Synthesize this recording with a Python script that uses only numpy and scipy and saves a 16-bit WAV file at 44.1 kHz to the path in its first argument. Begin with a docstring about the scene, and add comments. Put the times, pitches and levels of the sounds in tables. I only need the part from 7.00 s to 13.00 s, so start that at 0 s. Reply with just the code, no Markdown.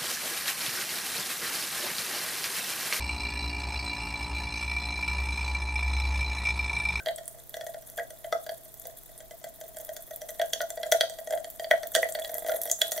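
"""In a small room, a reaction crackles close by in a clamped glass test tube.
Each flash in the liquid is a tiny blast that rings the air column (near odd multiples of about 650 Hz).
Sparks snap sharply between the pops, and gas bubbles sing short damped notes.
Fizz (noise grains), simmering (soft tube rings) and small flashes swell with the vigour of the reaction.
Low rumble, hiss and a fading mains hum lie underneath."""
import sys
import numpy as np
from scipy import signal
from scipy.fft import rfft, irfft
from scipy.io import wavfile
from scipy.ndimage import uniform_filter1d

SR = 44100
rng = np.random.default_rng(int(sys.argv[2]) if len(sys.argv) > 2 else 0)


def to_wav(sig):
    """Store sig (one row per channel, or 1-D mono) as 16-bit WAV at the path in sys.argv[1].

    Samples outside -1..1 are clipped; the rate is SR.
    """
    pcm = np.clip(np.atleast_2d(sig), -1, 1) * 32767
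    pcm = np.round(pcm).astype(np.int16)
    wavfile.write(sys.argv[1], SR, pcm.T)  # frames by channels


N = 264600  # length in samples

# the bigger flashes that ring the tube: (t/s, push of gas/dB, sharpness/dB per register, crack/dB)
POPS = [(0.0602, -33, 4.5, -43), (0.0696, -26, -1.5, -50.0), (0.0856, -29, 4, -46), (0.1835, -38, 1.5, -45),
        (0.5416, -37.5, 5.5, -41), (0.5683, -36, -3, -41.5), (0.6104, -35, 1.5, -43),
        (0.6662, -33.0, -2, -39.5), (0.7436, -35.5, -2, -48), (0.9773, -34.5, 1.5, -39),
        (0.9874, -34.5, -2, -44.5), (0.996, -32, -3.5, -44.0), (1.105, -42.5, 1, -41),
        (1.2445, -34, -0.5, -53), (1.3253, -22, -0.5, -34), (1.4648, -36, 0, -49),
        (1.4924, -31.0, 1.5, -44.5), (1.854, -37.5, -5, -42.5), (2.204, -45.5, 1, -45.5),
        (2.3095, -42.5, 0.5, -46.0), (2.4414, -35, -0.5, -39.5), (2.612, -39.5, -0.5, -40),
        (2.769, -40.5, -1, -37), (2.8908, -33.5, -2, -46.0), (2.9655, -41, 3, -36),
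        (3.1092, -38.5, -3, -43), (3.2173, -37, -1, -37), (3.29, -38.5, 1.5, -38.0),
        (3.3966, -22.5, -1.5, -47), (3.4156, -26, 2, -32.5), (3.533, -34, 10, -28.5),
        (3.6044, -27.5, 1, -61), (3.6163, -31.5, 0.5, -31.0), (3.7036, -38.5, 0, -31.5),
        (3.7742, -31.5, -2.5, -51), (3.8319, -31.5, 4.5, -36), (3.8646, -33.0, -8, -40),
        (3.9212, -17, 3, -17.5), (4.009, -22, 7.5, -23.5), (4.0972, -38.5, 0.5, -35.5),
        (4.1869, -36.5, -0.5, -42), (4.2728, -33.5, -2.5, -39.5), (4.307, -30, -3.5, -35.5),
        (4.3241, -27.5, -2.5, -44.5), (4.3355, -24.5, -4, -48.5), (4.375, -34, -1, -47),
        (4.4446, -37, 2.5, -39.5), (4.5963, -31, 0.5, -39), (4.6436, -33, 3, -54),
        (4.711, -15.5, 0.5, -29.5), (4.832, -32.0, 1.0, -37.5), (4.9504, -23.5, 6.5, -23),
        (4.9612, -22.5, 0.5, -24), (5.0298, -23.5, -3, -38.0), (5.0882, -34, -1, -38),
        (5.1509, -28.5, 2, -45), (5.1883, -31.5, -1.5, -47), (5.247, -37, 6.5, -43),
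        (5.2942, -33.5, -2.5, -41), (5.351, -33.5, -3.5, -40), (5.4645, -33, 0, -38),
        (5.485, -26.5, -4, -39.5), (5.4944, -24.5, -2.5, -36), (5.5179, -27, -1.5, -41),
        (5.538, -31, -3.0, -48.0), (5.6985, -35.5, 4, -30.0), (5.8164, -31, 12, -20.5),
        (5.9188, -34.5, 5.0, -22), (5.9778, -30.5, 1.0, -34.5)]
# resonances of the tube and its foam: (f/Hz, time to fall by 60 dB/s, relative level/dB)
TUBE = [(540.4, 0.051, -16.5), (655.7, 0.058, 4), (1230, 0.041, -12), (1620, 0.048, -3.5), (1835, 0.024, 1),
        (1948.7, 0.057, 2.5), (3337, 0.024, 9.5), (3460, 0.011, -21), (4660, 0.03, -2.5),
        (6067, 0.017, 6.5), (7047, 0.025, 1), (8600, 0.028, -2.5), (12900, 0.0099, -25),
        (14300, 0.0061, -9)]
# how hard the reaction runs; drives the fizz, the simmering and the small flashes: (t/s, level/dB)
VIGOUR = [(0, -0.5), (1.75, 1.5), (2.3, -2), (2.8, 3), (3.8, 3.5), (4.8, 2.5), (5.4, 12), (6, 10.5)]
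EDGE_HZ = 15750  # upper limit of the whole sound, and of the small sparks' centres


def gain_of(db):
    """Turns decibels into an amplitude factor."""
    return 10 ** (np.asarray(db) / 20)


def evened(x):
    """Scales a sound to an rms (average strength) of 1."""
    return x / np.sqrt(np.mean(x ** 2) + 1e-20)


def peaked(x, size):
    """Scales each row so that its loudest stretch of `size` samples has rms 1."""
    power = uniform_filter1d(x ** 2, size, axis=-1)
    return x / np.sqrt(power.max(-1, keepdims=True) + 1e-20)


def read_spectrum(points, hz):
    """Reads values between the points of a spectrum, along a log-frequency axis."""
    f, value = np.transpose(points)
    return np.interp(np.log(hz + 1), np.log(f), value)


def gain_over_time(curve):
    """Gives the gain at every sample from rows (t/s, level/dB)."""
    return gain_of(np.interp(np.arange(N) / SR, *np.transpose(curve)))


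def coloured(x, points):
    """Makes each frequency louder or softer, following rows (f/Hz, gain/dB)."""
    hz = np.fft.rfftfreq(N, 1 / SR)
    return irfft(rfft(x) * gain_of(read_spectrum(points, hz)), N)


def band(x, low_hz, high_hz, order=2):
    """Keeps the frequencies between two limits (a causal band-pass filter)."""
    limits = [low_hz, min(high_hz, .45 * SR)]
    return signal.sosfilt(signal.butter(order, limits, "band", fs=SR, output="sos"), x)


def add(mix, s, sound):
    """Mixes a sound in from time s (seconds), cut off where the mix ends."""
    start = max(round(s * SR), 0)
    part = mix[:, start:][:, :sound.shape[-1]]
    part += sound[..., :part.shape[1]]


def sides(lean_db):
    """Gives left and right gains; a positive lean is to the right, a negative one to the left."""
    return gain_of(np.array([-lean_db, lean_db]) / 2)[:, None]


def background(air_db=-58.5, wide_db=7.0, hum_hz=124.83, hum_db=-62.5, hum_fade_db_per_s=2, hum_turn=2):
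    """Low room rumble and hiss from shaped noise, plus a mains appliance whose faint hum fades."""
    # colour of the rumble and hiss: (f/Hz, relative level/dB)
    air_colour = [(15, -12), (38, -1), (55, -10.5), (120, -13.5), (250, -14), (500, -14.5), (1000, -21),
                  (2600, -29), (6000, -26), (15000, -25.5)]
    mid, side = (evened(coloured(noise, air_colour)) for noise in rng.standard_normal((2, N)))
    # the lows differ more between left and right than they agree
    side = coloured(side, [(130, wide_db), (300, 0.41)])
    air = gain_of(air_db) * np.array([mid + side, mid - side])
    t = np.arange(N) / SR
    phase = 2 * np.pi * hum_hz * t
    hum = evened(np.sin([phase, phase + hum_turn]))  # the right side is turned by 2 radians
    return air + gain_of(hum_db - hum_fade_db_per_s * t) * hum


def room(x, beam_hz=1100):
    """Low notes spread from the mouth of the tube and echo nearby; all bands feed a short tail."""
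    # echoes off the bench and backdrop: (left delay/s, left gain, right delay/s, right gain)
    echoes = [(.00454, 0.33, .00644, 0.69), (.01156, 0.187, 0.01, 0.75), (.02041, 0.19, 0.025, 0.81),
              (.02649, 0.33, .02645, 0.35), (.03556, 0.53, 0.046, 0.42)]
    # how fast the tail dies away: (f/Hz, time to fall by 60 dB/s)
    tail_t60 = [(300, 0.3717), (700, 0.4), (2000, 0.14), (4000, 0.42), (8000, 0.2649), (15000, 0.2)]
    # how strong the tail is: (f/Hz, level/dB)
    tail_db = [(200, -19.5), (650, -3.5), (2000, -4), (3500, -9), (4800, -8.5), (7000, -7), (15000, -8.5)]
    low_pass = signal.butter(2, beam_hz, fs=SR, output="sos")
    low, out = signal.sosfiltfilt(low_pass, x.mean(0)), x.copy()
    for left_s, left, right_s, right in echoes:
        add(out[:1], left_s, left * low)
        add(out[1:], right_s, right * low)
    # the tail is noise that fades at its own pace in each band, after a silent start of 4 ms
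    taps = rng.standard_normal((2, SR // 2))
    taps[:, :round(.004 * SR)] = 0
    hz, t, z = signal.stft(taps, SR, nperseg=256)
    t60 = read_spectrum(tail_t60, hz)[:, None]
    fall = gain_of(read_spectrum(tail_db, hz)[:, None] - 60 * t / t60)
    # long and short decays are set to equal energy before their levels apply
    shape = fall * np.sqrt(2 * np.log(1000) / (t60 * SR))
    tail = signal.istft(z * shape, SR, nperseg=256)[1]
    return out + signal.fftconvolve(x, tail, axes=1)[:, :N]


def tube_ring(t, tilt=0.2):
    """The tube's answer to one soft puff: fading sines; a larger tilt softens the high ones more."""
    return sum(gain_of(db - 60 * t / t60) * hz ** -tilt * np.sin(2 * np.pi * hz * t)
               for hz, t60, db in TUBE)


def clicks(per_s, spread_db, most=4, count=2000):
    """Single-sample impulses at random moments, many small and a few large, of either sign."""
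    place, chance, sign = rng.random((count, 3))[:round(per_s * N / SR)].T
    size = gain_of(spread_db * np.minimum(-np.log(1 - chance), most))
    return np.bincount((place * N).astype(int), np.sign(sign - .5) * size, N)


def simmer(per_s=60, spread_db=3.5, tilt=1.5, calm_db=-64, follow=1.46):
    """Small bubbles burst all the time and ring the tube softly."""
    ring = tube_ring(np.arange(3000) / SR, tilt)
    rings = signal.oaconvolve(clicks(per_s, spread_db), ring)[:N]
    murmur = band(rings, 447.0, 8200)
    # each dB of vigour adds `follow` dB
    return gain_of(calm_db) * gain_over_time(VIGOUR) ** follow * evened(murmur)


def flare(flare_db=-21, lead=0.01, fade=0.012, follow=0.57):
    """The fizz flares up just before each bigger pop and dies away after it, more so for a hard crack."""
    t, out = np.arange(4000) / SR, np.zeros((1, N))
    swell = np.minimum(t / lead, 1) * np.exp(-t / fade)  # lead and fade in seconds
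    for s, *_, crack_db in POPS:
        add(out, s - lead, gain_of(flare_db + follow * crack_db) * swell)
    return out[0]


def fizz(per_s=34, spread_db=4.0, t60=0.022, wander_db=4, clump_db=4.5, clump_hz=35, count=28, calm_db=-53.5):
    """Countless tiny sparks in irregular clumps, each kind a short grain with its own colour and side."""
    # colour of the fizz: (f/Hz, gain/dB)
    fizz_colour = [(900, -10), (1900, 4), (2600, -34.5), (3400, 8.5), (5000, -23), (6100, -2.5), (7400, -4),
                   (10200, -2.5), (11900, 3), (12800, -2), (14200, 5), (16000, 3.5)]
    t, out = np.arange(500) / SR, np.zeros((2, N))
    for _ in range(count):
        grain = rng.standard_normal(len(t)) * gain_of(-60 * t / t60)
        hz = rng.uniform(4350, 15820)
        grain = .5 * evened(grain) + evened(band(grain, hz / 1.336, hz * 1.13))
        sparks = signal.oaconvolve(clicks(per_s, spread_db), grain)[:N]
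        out += sparks * sides(wander_db * rng.standard_normal())
    # slow noise makes the sparks bunch together
    clumps = gain_of(clump_db * evened(band(rng.standard_normal(N), 2.1, clump_hz)))
    strength = np.hypot(gain_of(calm_db) * gain_over_time(VIGOUR), flare())
    return strength * evened(clumps * coloured(out, fizz_colour))


def bubbles(t60=0.046, rise_cycles=0.78):
    """Gas bubbles sing short damped notes that swell over about their first cycle."""
    # one note per bubble: (t/s, f/Hz, level/dB)
    bubble_notes = [(0.001, 1545, -38.5), (0.986, 1635, -29.5), (0.997, 1930, -33.5), (1.3257, 1275, -29),
                    (3.6063, 1470, -31), (4.712, 1930, -14.5), (4.714, 1490, -26.5), (4.952, 1580, -23),
                    (4.962, 1906, -25.5), (4.966, 534, -26.5), (5.0301, 1963, -18.5), (5.221, 3400, -36.5),
                    (5.496, 1424, -34)]
    t, out = np.arange(3000) / SR, np.zeros((2, N))
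    for s, hz, db in bubble_notes:
        swell = 1 - np.exp(-(hz * t / rise_cycles) ** 2)
        note = np.sin(2 * np.pi * hz * t) * gain_of(-60 * t / t60) * swell
        add(out, s, gain_of(db) * peaked(note, size=80))
    return out


def by_chance(per_s, most=200):
    """Random moments, each with the vigour of the reaction then (dB) and three random traits."""
    draws = rng.standard_normal((most, 5))
    # the mean of two squared normal draws gives the waiting times of purely random events
    times = np.cumsum((draws[:, :2] ** 2).mean(1)) / per_s
    vigour = np.interp(times, *np.transpose(VIGOUR))
    rows = np.column_stack([times, vigour, draws[:, 2:]])
    return rows[times < N / SR]


def small_snaps(per_s=3.9, calm_db=-45, vary_db=9.0, follow=0.46, centre_hz=12500, octaves=0.24):
    """Weak sparks of varied colour, as rows (t/s, level/dB, centre f/Hz); they grow with the reaction."""
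    return [(s, calm_db + follow * vigour + vary_db * a, min(centre_hz * 2 ** (octaves * b), EDGE_HZ))
            for s, vigour, a, b, _ in by_chance(per_s)]


def snaps(t60=0.0075, sputter_db=-12.5, sputter_t60=0.05, spread=1.1038, broad_db=-4, lean_db=2,
          wander_db=3, knock_db=-22):
    """Millisecond cracks that sputter out, each with a bright centre and a faint knock in the tube."""
    # sparks that snap with hardly any ring of the tube: (t/s, level/dB, centre f/Hz)
    big_snaps = [(0.1607, -32, 8450), (0.279, -24.5, 8950), (0.2565, -38, 9400), (0.4947, -32.5, 12160),
                 (0.8996, -35, 11560), (0.9718, -35, 13590), (1.7976, -33.5, 13510), (1.8704, -30, 14300),
                 (2.7861, -34, 10890), (2.8488, -30.5, 15020), (3.1604, -30, 13740), (3.535, -18.5, 6200),
                 (3.9167, -19, 6150), (4.5016, -31, 14350), (4.8715, -28.5, 14500), (4.9518, -19, 8342),
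                 (5.1229, -28.5, 8100), (5.3425, -23.5, 12100), (5.3824, -25, 13300), (5.6164, -21, 12600),
                 (5.6346, -24, 12060), (5.7142, -13.5, 6880), (5.8144, -23.5, 13360)]
    t, out = np.arange(1800) / SR, np.zeros((2, N))
    knock = peaked(tube_ring(t), size=44)
    # a quick fall with a weaker, slower one beneath it
    fall = gain_of(-60 * t / t60) + gain_of(sputter_db - 60 * t / sputter_t60)
    for s, db, hz in big_snaps + small_snaps():
        centre, broad = rng.standard_normal((2, len(t))) * fall
        centre = peaked(band(centre, hz / spread, hz * spread), size=44)
        broad = peaked(band(broad, 7300, 18300), size=44)
        crack = peaked(centre + gain_of(broad_db) * broad, size=44)
        side_gains = sides(lean_db + wander_db * rng.standard_normal())
        add(out, s, gain_of(db) * (crack + gain_of(knock_db) * knock) * side_gains)
    return out


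def small_pops(per_s=4, push_db=-53, crack_db=-53, vary_db=-0.5, follow=1.23):
    """Weak flashes between the big ones, in rows like POPS; they grow with the reaction."""
    return [(s, push_db + follow * vigour + vary_db * a, vary_db * b, crack_db + follow * vigour + vary_db * c)
            for s, vigour, a, b, c in by_chance(per_s)]


def register_levels(push, sharpness, crack):
    """Pop level per register: a sharper burst favours higher resonances; the crack is the top register."""
    # an ordinary pop's lowest three registers: (level against its push/dB)
    register_db = (0, -8, -8.5)
    return [push + db + step * sharpness for step, db in enumerate(register_db)] + [crack]


def ragged(sound, late_db, early_s, early_db=-18, late_s=0.0088):
    """A flash catches in steps: weak start, main burst, straggler. The main burst is delayed by early_s."""
    out = np.zeros(sound.shape)
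    for row, one, (first, last) in zip(out, sound, rng.uniform(.25, 1, (len(sound), 2))):
        add(row[None], early_s * (1 - first), gain_of(early_db) * one)
        add(row[None], early_s, one)
        add(row[None], early_s + late_s * last, gain_of(late_db) * one)
    return out


def pops(scatter_db=5.0, detune=0.011, lean_db=(-3, -.7, 3, 1.5), wander_db=1.5, build_up=2, apart=0.29,
         early_s=0.0055, straggler_db=(-28, -14, -10, -8)):
    """A burst of gas, then the tube's ringing; each flash sits elsewhere and weights the modes anew."""
    # gas burst in each of four registers: (low f/Hz, high f/Hz, time to fall by 60 dB/s, level against ringing/dB)
    gas_bursts = [(507, 676, 0.014, -16.5), (1421, 2085, 0.023, -3.5), (3040, 4760, 0.012, -4),
                  (5070, 19000, 0.013, 2)]
    t, out = np.arange(3000) / SR, np.zeros((2, N))
    times, *traits = np.transpose(list(POPS) + small_pops())
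    levels, lean = register_levels(*traits), rng.standard_normal(len(times))
    for k, (low, high, blast_t60, blast_db) in enumerate(gas_bursts):
        ring = np.zeros((len(times), len(t)))
        for hz, t60, db in TUBE:
            if low < hz < high:
                weight, pitch = rng.standard_normal((len(times), 2)).T[:, :, None]
                # pitch varies more in the higher registers
                turns = hz * (1 + detune * (1 + k / 2) * pitch) * t
                fall = gain_of(-60 * t / t60)
                ring += gain_of(db + scatter_db * weight) * fall * np.sin(2 * np.pi * turns)
        # the ringing swells over its first cycles
        swell = 1 - np.exp(-2 * np.pi * low * t / build_up)
        ring = band(ring * swell, low, high, order=1)
        # one burst joins the ringing; a second makes the two sides differ
        noise = rng.standard_normal((2, *ring.shape)) * gain_of(-60 * t / blast_t60)
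        burst = band(noise, low, high, order=4)
        blast, side_blast = gain_of(blast_db) * peaked(burst, size=80)
        sound = ragged(peaked(ring, size=80) + blast, late_db=straggler_db[k], early_s=early_s)
        sound = peaked(sound, size=80)
        for s, db, one, other, side in zip(times, levels[k], sound, side_blast, lean):
            gain = gain_of(db) * sides(lean_db[k] + wander_db * side * k / 2)
            add(out, s - early_s, gain * one)
            # the blast reaches the two microphones a little differently
            add(out, s, apart * gain * np.array([other, -other]))
    return out


def scene(lag_samples=0.36):
    """The reaction in its room; its sound reaches the right microphone a hair later."""
    left, right = pops() + snaps() + bubbles() + simmer() + fizz()
    # turning the phase in step with frequency delays by a fraction of a sample
    delay = np.exp(-2j * np.pi * np.fft.rfftfreq(N) * lag_samples)
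    right = irfft(rfft(right) * delay, N)
    return room(np.array([left, right])) + background()


def record(dry):
    """The recorder's band limit: a low-pass filter removes the highest treble."""
    low_pass = signal.firwin(255, EDGE_HZ, window=("kaiser", 8), fs=SR)
    return signal.oaconvolve(dry, low_pass[None], "same", axes=1)


dry = scene()
out = record(dry)
to_wav(out)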